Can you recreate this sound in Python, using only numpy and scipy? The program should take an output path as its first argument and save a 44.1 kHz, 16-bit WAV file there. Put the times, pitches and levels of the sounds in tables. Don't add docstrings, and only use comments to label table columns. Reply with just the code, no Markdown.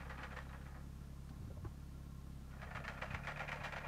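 import sys
import numpy as np
from scipy import signal
from scipy.fft import rfft, irfft, next_fast_len
from scipy.io import wavfile
from scipy.ndimage import map_coordinates

SR = 44100
rng = np.random.default_rng(int(sys.argv[2]) if len(sys.argv) > 2 else 0)


def ratio_of_db(decibels):
    return 10 ** (np.asarray(decibels, float) / 20)


def unload_wav(signal):
    wavfile.write(
        sys.argv[1],
        SR,
        np.round(np.clip(np.atleast_2d(signal).T, -1, 1) * 32767).astype(np.int16),
    )


N = 170667

# start_s, level_db (peak), brightness_db
SLOWING_SHAKES = [(0.0, -48.5, -0.5), (0.0518, -51.5, -3), (0.0953, -45.5, 0.5), (.128, -56.5, -3),
                  (.15, -61, 3), (0.175, -48, -1), (.187, -50, -1), (.212, -51, 1), (0.2294, -45.5, 0.5),
                  (.242, -56, 3), (.279, -57, -8), (0.3067, -51, -1), (.32, -50.5, -0.5),
                  (0.3631, -46.5, 1), (.39, -65, -7), (0.414, -62, 5.5), (0.4504, -55.5, -4),
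                  (0.4913, -55, -1.5), (0.5287, -51.5, -3), (.57, -62.5, -5), (0.612, -60, 0.5),
                  (0.6549, -53.5, -1), (.7, -62, -6), (0.7432, -57, -7), (0.7994, -67, -3),
                  (0.8594, -75, -6.5)]
# start_s, level_db (peak), brightness_db
HEAVY_BLOWS = [
    (2.616, -41, 1),
    (2.7486, -37, 1.5),
    (2.8778, -37, 3),
    (3.0146, -36, 1.5),
    (3.1421, -37.5, 1),
    (3.271, -34, 2),
    (3.394, -34.5, 1),
    (3.5154, -34.5, 2.5),
    (3.6354, -34.5, 4),
    (3.7602, -35, 1),
]
# start_s, level_db (peak), brightness_db
LIGHT_TICKS = [(2.47, -67, -2), (2.5089, -58.5, 3), (2.535, -55.5, -3), (2.562, -58, -9),
               (2.588, -51.5, -3.5), (2.7067, -46.5, -1.5), (2.8392, -44, 2), (2.9724, -46, 0.5),
               (3.106, -41.5, 1.5), (3.2356, -44.5, 3.5), (3.3605, -40.5, 0.5), (3.479, -39, 2),
               (3.6026, -42.5, -1), (3.7226, -40.5, 2.5), (3.847, -42.5, 0)]
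# start_s, level_db (peak), brightness_db
CAGE_REBOUNDS = [(2.884, -49, -13), (3.279, -42.5, -1.5), (3.403, -52, -5), (3.646, -39.5, -5),
                 (3.77, -42, -6), (2.6594, -45.5, -9.5), (2.7894, -47, -12), (2.9287, -44.5, -5),
                 (3.0609, -40, 1), (3.1794, -42, -5), (3.3094, -45.5, -6), (3.4294, -40, 1),
                 (3.5494, -40.5, -6.5), (3.6694, -52, 1), (3.708, -41, -5), (3.7994, -45, 3.5),
                 (3.8322, -34.5, -2)]
# pitch_hz, width_hz, slowing_db, starting_db, full_speed_db
CAGE_MODES = [(520.4, 22.4, 2.5, -3.5, 2.5), (599, 11, -3, 2, 2.5), (820, 30, 5, -25, -4),
              (902, 14, -8, -10, 6), (1106, 30, 2, 3, -1), (1249, 15, 9, 7, -3), (1401.6, 23.5, 2, 7.5, 7),
              (1700, 34, 3, -3, -3), (1771.5, 16, 2, 8, 1), (1887, 37, 5, 4, 5.5), (2120, 14.7, -5, -8, 4),
              (2384, 31, -18, -9, 2), (2770, 21, -13, -7, -2), (3170, 8.1, -3, 2, -24)]
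MODE_STAGES = [1.0, 2.8, 3.4]
# pitch_hz, level_db (per Hz)
FRAME_COLOUR = [(250, -26.5), (480, -3.5), (650, 0.5), (2300, -7.5), (3200, -19), (7000, -34.5),
                (9000, -45.5), (16000, -53)]
# pitch_hz, level_db (per Hz)
SLOWING_COLOUR = [(210, -63), (350, -12.5), (526, 3.5), (654, -5), (882, 3), (1910, -3.5), (2610, -10),
                  (9000, -35.5), (11700, -64), (19800, -120)]
# pitch_ratio, level_db, t60_s
PIN_PARTIALS = [
    (1, -6, .07),
    (1.51, -26, .04),
]
# time_s, level_db
PIN_LEVEL = [
    (0, 4.5),
    (2.5, -14),
    (2.9, -12),
    (3.1, -4),
    (3.87, -9),
]
# time_s, firing_rate_hz, exhaust_db, muffler_hum_db
ENGINE_SPEED = [(0.0, 33.3, -58.5, 1.5), (.25, 33.38, -58.5, 1.5), (.6, 33.92, -59, 1),
                (.9, 34.27, -59, .5), (1.25, 34.23, -59, .5), (1.75, 34.37, -59.5, 1.5),
                (2.2, 34.04, -59, .5), (2.55, 33.46, -58, -1), (2.8, 33.56, -57.5, -2),
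                (3.0, 32.85, -57, -3), (3.09, 33.2, -56.5, -3), (3.35, 36.4, -58.5, -4),
                (3.5, 36.42, -58.5, -3.5), (3.7, 35.7, -58.5, -2.5), (3.87, 35.4, -58, -1.5)]
# pitch_hz, level_db
PIPE_COLOUR = [(18, 0), (34, 1), (68, 3.5), (102, -15), (137, 0), (170, -6.5), (206, -10.5), (270, -30),
               (420, -43)]
# time_s, level_db
PIPE_SINGING = [
    (0, 0),
    (3.1, 1),
    (3.35, 3.5),
    (3.6, 4),
    (3.87, -0.5),
]
# pitch_hz, level_db (per Hz)
ROAR_COLOUR = [(40, -29), (90, -4.5), (150, -4), (220, -6.5), (300, -10.5), (500, -42), (700, -86)]
# pitch_hz, level_db (per Hz)
CLATTER_COLOUR = [(180, 3.5), (300, -4.5), (527, -9.5), (1080, -13.5), (1210, -13), (1370, -15.5),
                  (1850, -21.5), (6000, -32.5), (7800, -64), (13200, -120)]
# teeth_per_firing, blur_hz, level_db
GEAR_WHINES = [
    (31.2, 50, -76.5),
    (40.2, 40, -77.5),
    (50, 40, -84),
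]
# start_s, level_db, pitch_hz, t60_s, direction (push
BUMPS_AND_PINGS = [(1.305, -52.5, 250, 0.11, 1), (1.4019, -33.5, 90.6, 0.055, -1.1),
                   (1.4244, -36.5, 144, 0.059, 1), (1.443, -39, 106, 0.11, -0.92), (1.458, -45, 90, 0.072, -1),
                   (1.4774, -36.5, 90, 0.082, -1.13), (1.51, -45, 76, 0.074, -1),
                   (1.5752, -37, 85.4, .2, 0.92), (1.628, -39, 135, 0.098, 0.95), (1.637, -37, 70, .05, -1.5),
                   (1.6486, -38, 334, 0.041, 1), (1.6575, -32, 98, 0.07, -1.2), (2.661, -40, 70, 0.18, 1),
                   (2.789, -44, 132.4, .15, 1), (2.747, -31, 114.5, 0.042, 1), (3.105, -40, 130, 0.062, 1),
                   (3.14, -28, 72.2, 0.082, 0.9), (3.598, -40, 109, 0.054, 1), (0.49, -60, 3870, .0408, 1),
                   (2.527, -63, 1447, .33, 1), (2.533, -67, 1103, .335, 1)]
# start_s, level_db, pitch_hz, length_s
GRIP_CREAKS = [(1.388, -48.5, 158, 0.12), (1.655, -61, 580, 0.017), (1.288, -62.5, 1430, 0.0072),
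               (1.292, -72, 3600, 0.0078), (1.303, -64, 720, 0.017), (1.64, -57, 990, 0.025),
               (1.566, -52.5, 590, 0.017), (1.5, -52, 410, .018), (1.648, -57.5, 1460, 0.0023),
               (1.6475, -51.5, 710, 0.0066), (1.665, -56.5, 870, 0.011), (1.5, -50, 420, 0.0084)]
# pitch_hz, level_db (per Hz)
HISS_COLOUR = [(1500, -1), (2500, -4), (6900, -5), (7800, -7.5), (9400, -5.5), (10500, -11.5), (11300, -8),
               (15700, -12)]

FINE_MODES_DB, FINE_MODES_HZ = 2.5, 35
MODE_SCATTER_DB, PIN_SCATTER_DB = 2, 1.5
GRAIN_DB, GRAIN_S = 3, 0.003
STRIKE, STRIKE_S = 0.26, 0.004
LOW_HZ, LOW_RISE_S = 1280, 0.0075
FIRST_TURN = 0.385
ODD_SHARE, SIZE_DB, TIME_JITTER = 0.07, 0.8, 0.008
PUFF_HZ, EXHAUST_DB = 8, 8
HUM_HZ, HUM_WIDTH_HZ, HUM_LAG_S = 68, 9.7, 0.0021
NOTE_HZ, NOTE_WIDTH_HZ = 144, 29
ROAR_DB, CLATTER_DB, SWELL_DB = -61.8, -65.5, 1.2
GATE = 0.14
HISS_DB = -73


def unit(x):
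    return x / np.sqrt(np.mean(x ** 2) + 1e-20)


def along(points, hz):
    f, v = np.transpose(points)
    return ratio_of_db(np.interp(np.log(hz + 1), np.log(f + 1), v, left=-120, right=-120))


def wobble(rate):
    knots = rng.standard_normal(int(N * rate / SR) + 4)
    return map_coordinates(knots, [np.arange(N) * rate / SR])


def filtered(x, response):
    m = next_fast_len(len(x) + SR // 4)
    return irfft(rfft(x, m) * response(np.fft.rfftfreq(m, 1 / SR)), m)[:len(x)]


def causal(gain):
    c = irfft(np.log(gain + 1e-4))
    c[1:len(c) // 2] *= 2
    c[len(c) // 2 + 1:] = 0
    return np.exp(rfft(c))


def rings(peaks, f):
    total = 0
    for k, (c, w, db) in enumerate(peaks):
        total = total + (-1) ** k * ratio_of_db(db) * 1j * f * w / (c * c - f * f + 1j * f * w)
    return total


def rush(spectrum):
    return unit(filtered(rng.standard_normal(N), lambda f: along(spectrum, f)))


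def digger():
    fine = ratio_of_db(FINE_MODES_DB * rng.standard_normal(640))
    slowing = rattle(SLOWING_SHAKES, SLOWING_COLOUR, fine, hold_s=0.01, t60=0.22, rise_s=0.00078,
                     broad_db=0, gain_db=7, pin_db=-10.5, pin_hz=2478)
    blows = rattle(HEAVY_BLOWS, FRAME_COLOUR, fine, hold_s=0.0067, t60=0.244, rise_s=0.00049,
                   broad_db=1.0, gain_db=4.0, pin_db=-4.5, pin_hz=2400)
    ticks = rattle(LIGHT_TICKS, FRAME_COLOUR, fine, hold_s=0.015, t60=0.16, rise_s=0.00094,
                   broad_db=1.5, gain_db=4, pin_db=5.5, pin_hz=2478)
    rebounds = rattle(CAGE_REBOUNDS, FRAME_COLOUR, fine, hold_s=0.0051, t60=0.3, rise_s=0.011,
                      broad_db=-4.5, gain_db=3.5, pin_db=-12, pin_hz=2478)
    return slowing + blows + ticks + rebounds


def rattle(events, spectrum, fine, hold_s, t60, rise_s, broad_db, gain_db, pin_db, pin_hz):
    out, t = np.zeros(N + SR), np.arange(SR // 4) / SR
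    decay = ratio_of_db(-60 * np.maximum(t - hold_s, 0) / t60)
    shape = (1 - np.exp(-t / rise_s)) * decay * (1 + STRIKE * np.exp(-t / STRIKE_S))
    for s, db, bright_db in events:
        scatter = MODE_SCATTER_DB * rng.standard_normal(len(CAGE_MODES))
        modes = [(c, w, np.interp(s, MODE_STAGES, levels) + b)
                 for (c, w, *levels), b in zip(CAGE_MODES, scatter)]

        def colour(f):
            tilt = ratio_of_db(broad_db + bright_db * np.log2(np.minimum(f, 8000) / 1500 + 0.096))
            small_modes = np.interp(f / FINE_MODES_HZ, np.arange(len(fine)), fine)
            bars = abs(rings(modes, f)) / (1 + (f / 3500) ** 2)
            return causal(np.hypot(bars, tilt * along(spectrum, f) * small_modes))

        grains = ratio_of_db(GRAIN_DB * np.interp(t / GRAIN_S, np.arange(99), rng.standard_normal(99)))
        swarm = rng.standard_normal(len(t)) * unit(grains)
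        low = filtered(swarm, lambda f: 1 / (1 + (f / LOW_HZ) ** 4))
        ring = filtered((swarm - low * np.exp(-t / LOW_RISE_S)) * shape, colour)
        ping = 0
        for ratio, level, pin_t60 in PIN_PARTIALS:
            a, b = rng.standard_normal(2)
            tone = np.sin(2 * np.pi * pin_hz * ratio * (1 + 0.0016 * b) * t)
            ping = ping + ratio_of_db(level + PIN_SCATTER_DB * a - 60 * t / pin_t60) * tone
        knock_db = db + pin_db + np.interp(s, *np.transpose(PIN_LEVEL))
        out[round(s * SR):][:len(t)] += ratio_of_db(db + gain_db) * ring + ratio_of_db(knock_db) * ping
    return out[:N]


def engine():
    s, hz, db, hum_db = np.transpose(ENGINE_SPEED)
    t = np.arange(-SR // 4, N) / SR
    turns = np.cumsum(np.interp(t, s, hz)) / SR + FIRST_TURN
    sound = exhaust(t, turns, hz.mean(), np.interp(t, s, db), np.interp(t, s, hum_db))
    turns = turns[-N:]
    beat = 1 + GATE * np.cos(2 * np.pi * turns)
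    return sound[-N:] + roar_and_clatter(beat) + gear_whine(turns, beat)


def exhaust(t, turns, mean_hz, level_db, hum_db):
    at = np.flatnonzero(np.diff(np.floor(turns)) > 0)
    size, late = rng.standard_normal((2, len(at)))
    alternate = 1 + ODD_SHARE * (-1.0) ** np.arange(len(at))
    delay = 99 + np.round(late * TIME_JITTER * SR / mean_hz).astype(int)
    pulses = np.zeros(len(t) + SR)
    pulses[at + delay] = ratio_of_db(SIZE_DB * size) * alternate
    pipe = lambda f: along(PIPE_COLOUR, f) * np.exp(-1j * np.arctan(f / PUFF_HZ))
    puffs = unit(filtered(pulses, pipe)[:len(t)])
    hum_band = lambda f: np.exp(-((f - HUM_HZ) / HUM_WIDTH_HZ) ** 2)
    hum = np.roll(filtered(puffs, hum_band), round(HUM_LAG_S * SR))
    note = filtered(puffs, lambda f: np.exp(-((f - NOTE_HZ) / NOTE_WIDTH_HZ) ** 2))
    note = note * (ratio_of_db(np.interp(t, *np.transpose(PIPE_SINGING))) - 1)
    rest = filtered(puffs, lambda f: 1 - hum_band(f))
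    return ratio_of_db(level_db + EXHAUST_DB) * (rest + ratio_of_db(hum_db) * hum + note)


def roar_and_clatter(beat):
    roar = ratio_of_db(ROAR_DB + SWELL_DB * wobble(7.78)) * beat * rush(ROAR_COLOUR)
    clatter = ratio_of_db(CLATTER_DB + SWELL_DB * wobble(9.9)) * beat * rush(CLATTER_COLOUR)
    return roar + clatter


def gear_whine(turns, beat):
    whine = 0
    for teeth, blur, level in GEAR_WHINES:
        whine = whine + ratio_of_db(level) * wobble(blur) * beat * np.sin(2 * np.pi * teeth * turns)
    return whine


def camera():
    out, t = np.zeros(N + SR), np.arange(SR // 5) / SR
    for s, db, hz, t60, way in BUMPS_AND_PINGS:
        bump = np.sin(2 * np.pi * hz * t) * (1 - np.exp(-t / 0.0015))
        out[round(s * SR):][:len(t)] += way * ratio_of_db(db - 60 * t / t60) * bump
    for s, db, hz, length in GRIP_CREAKS:
        scrape = rng.standard_normal(len(t)) * (t / length) * np.exp(1 - t / length * 2.54)
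        creak = filtered(scrape, lambda f: rings([(hz, 0.5 * hz, 0)], f) ** 2)
        out[round(s * SR):][:len(t)] += ratio_of_db(db + 24.5) * creak
    return filtered(out[:N], lambda f: (1j * f / (1j * f + 45)) ** 2)


def hiss():
    return ratio_of_db(HISS_DB) * rush(HISS_COLOUR)


def scene():
    return (digger() + engine() + camera() + hiss())[None]


def low_pass(x):
    return signal.sosfilt(signal.butter(12, 15550, fs=SR, output="sos"), x)


def record(dry):
    mix = filtered(dry[0], lambda f: (1j * f / (1j * f + 20)) ** 2)[None]
    return low_pass(mix)


dry = scene()
out = record(dry)
unload_wav(out)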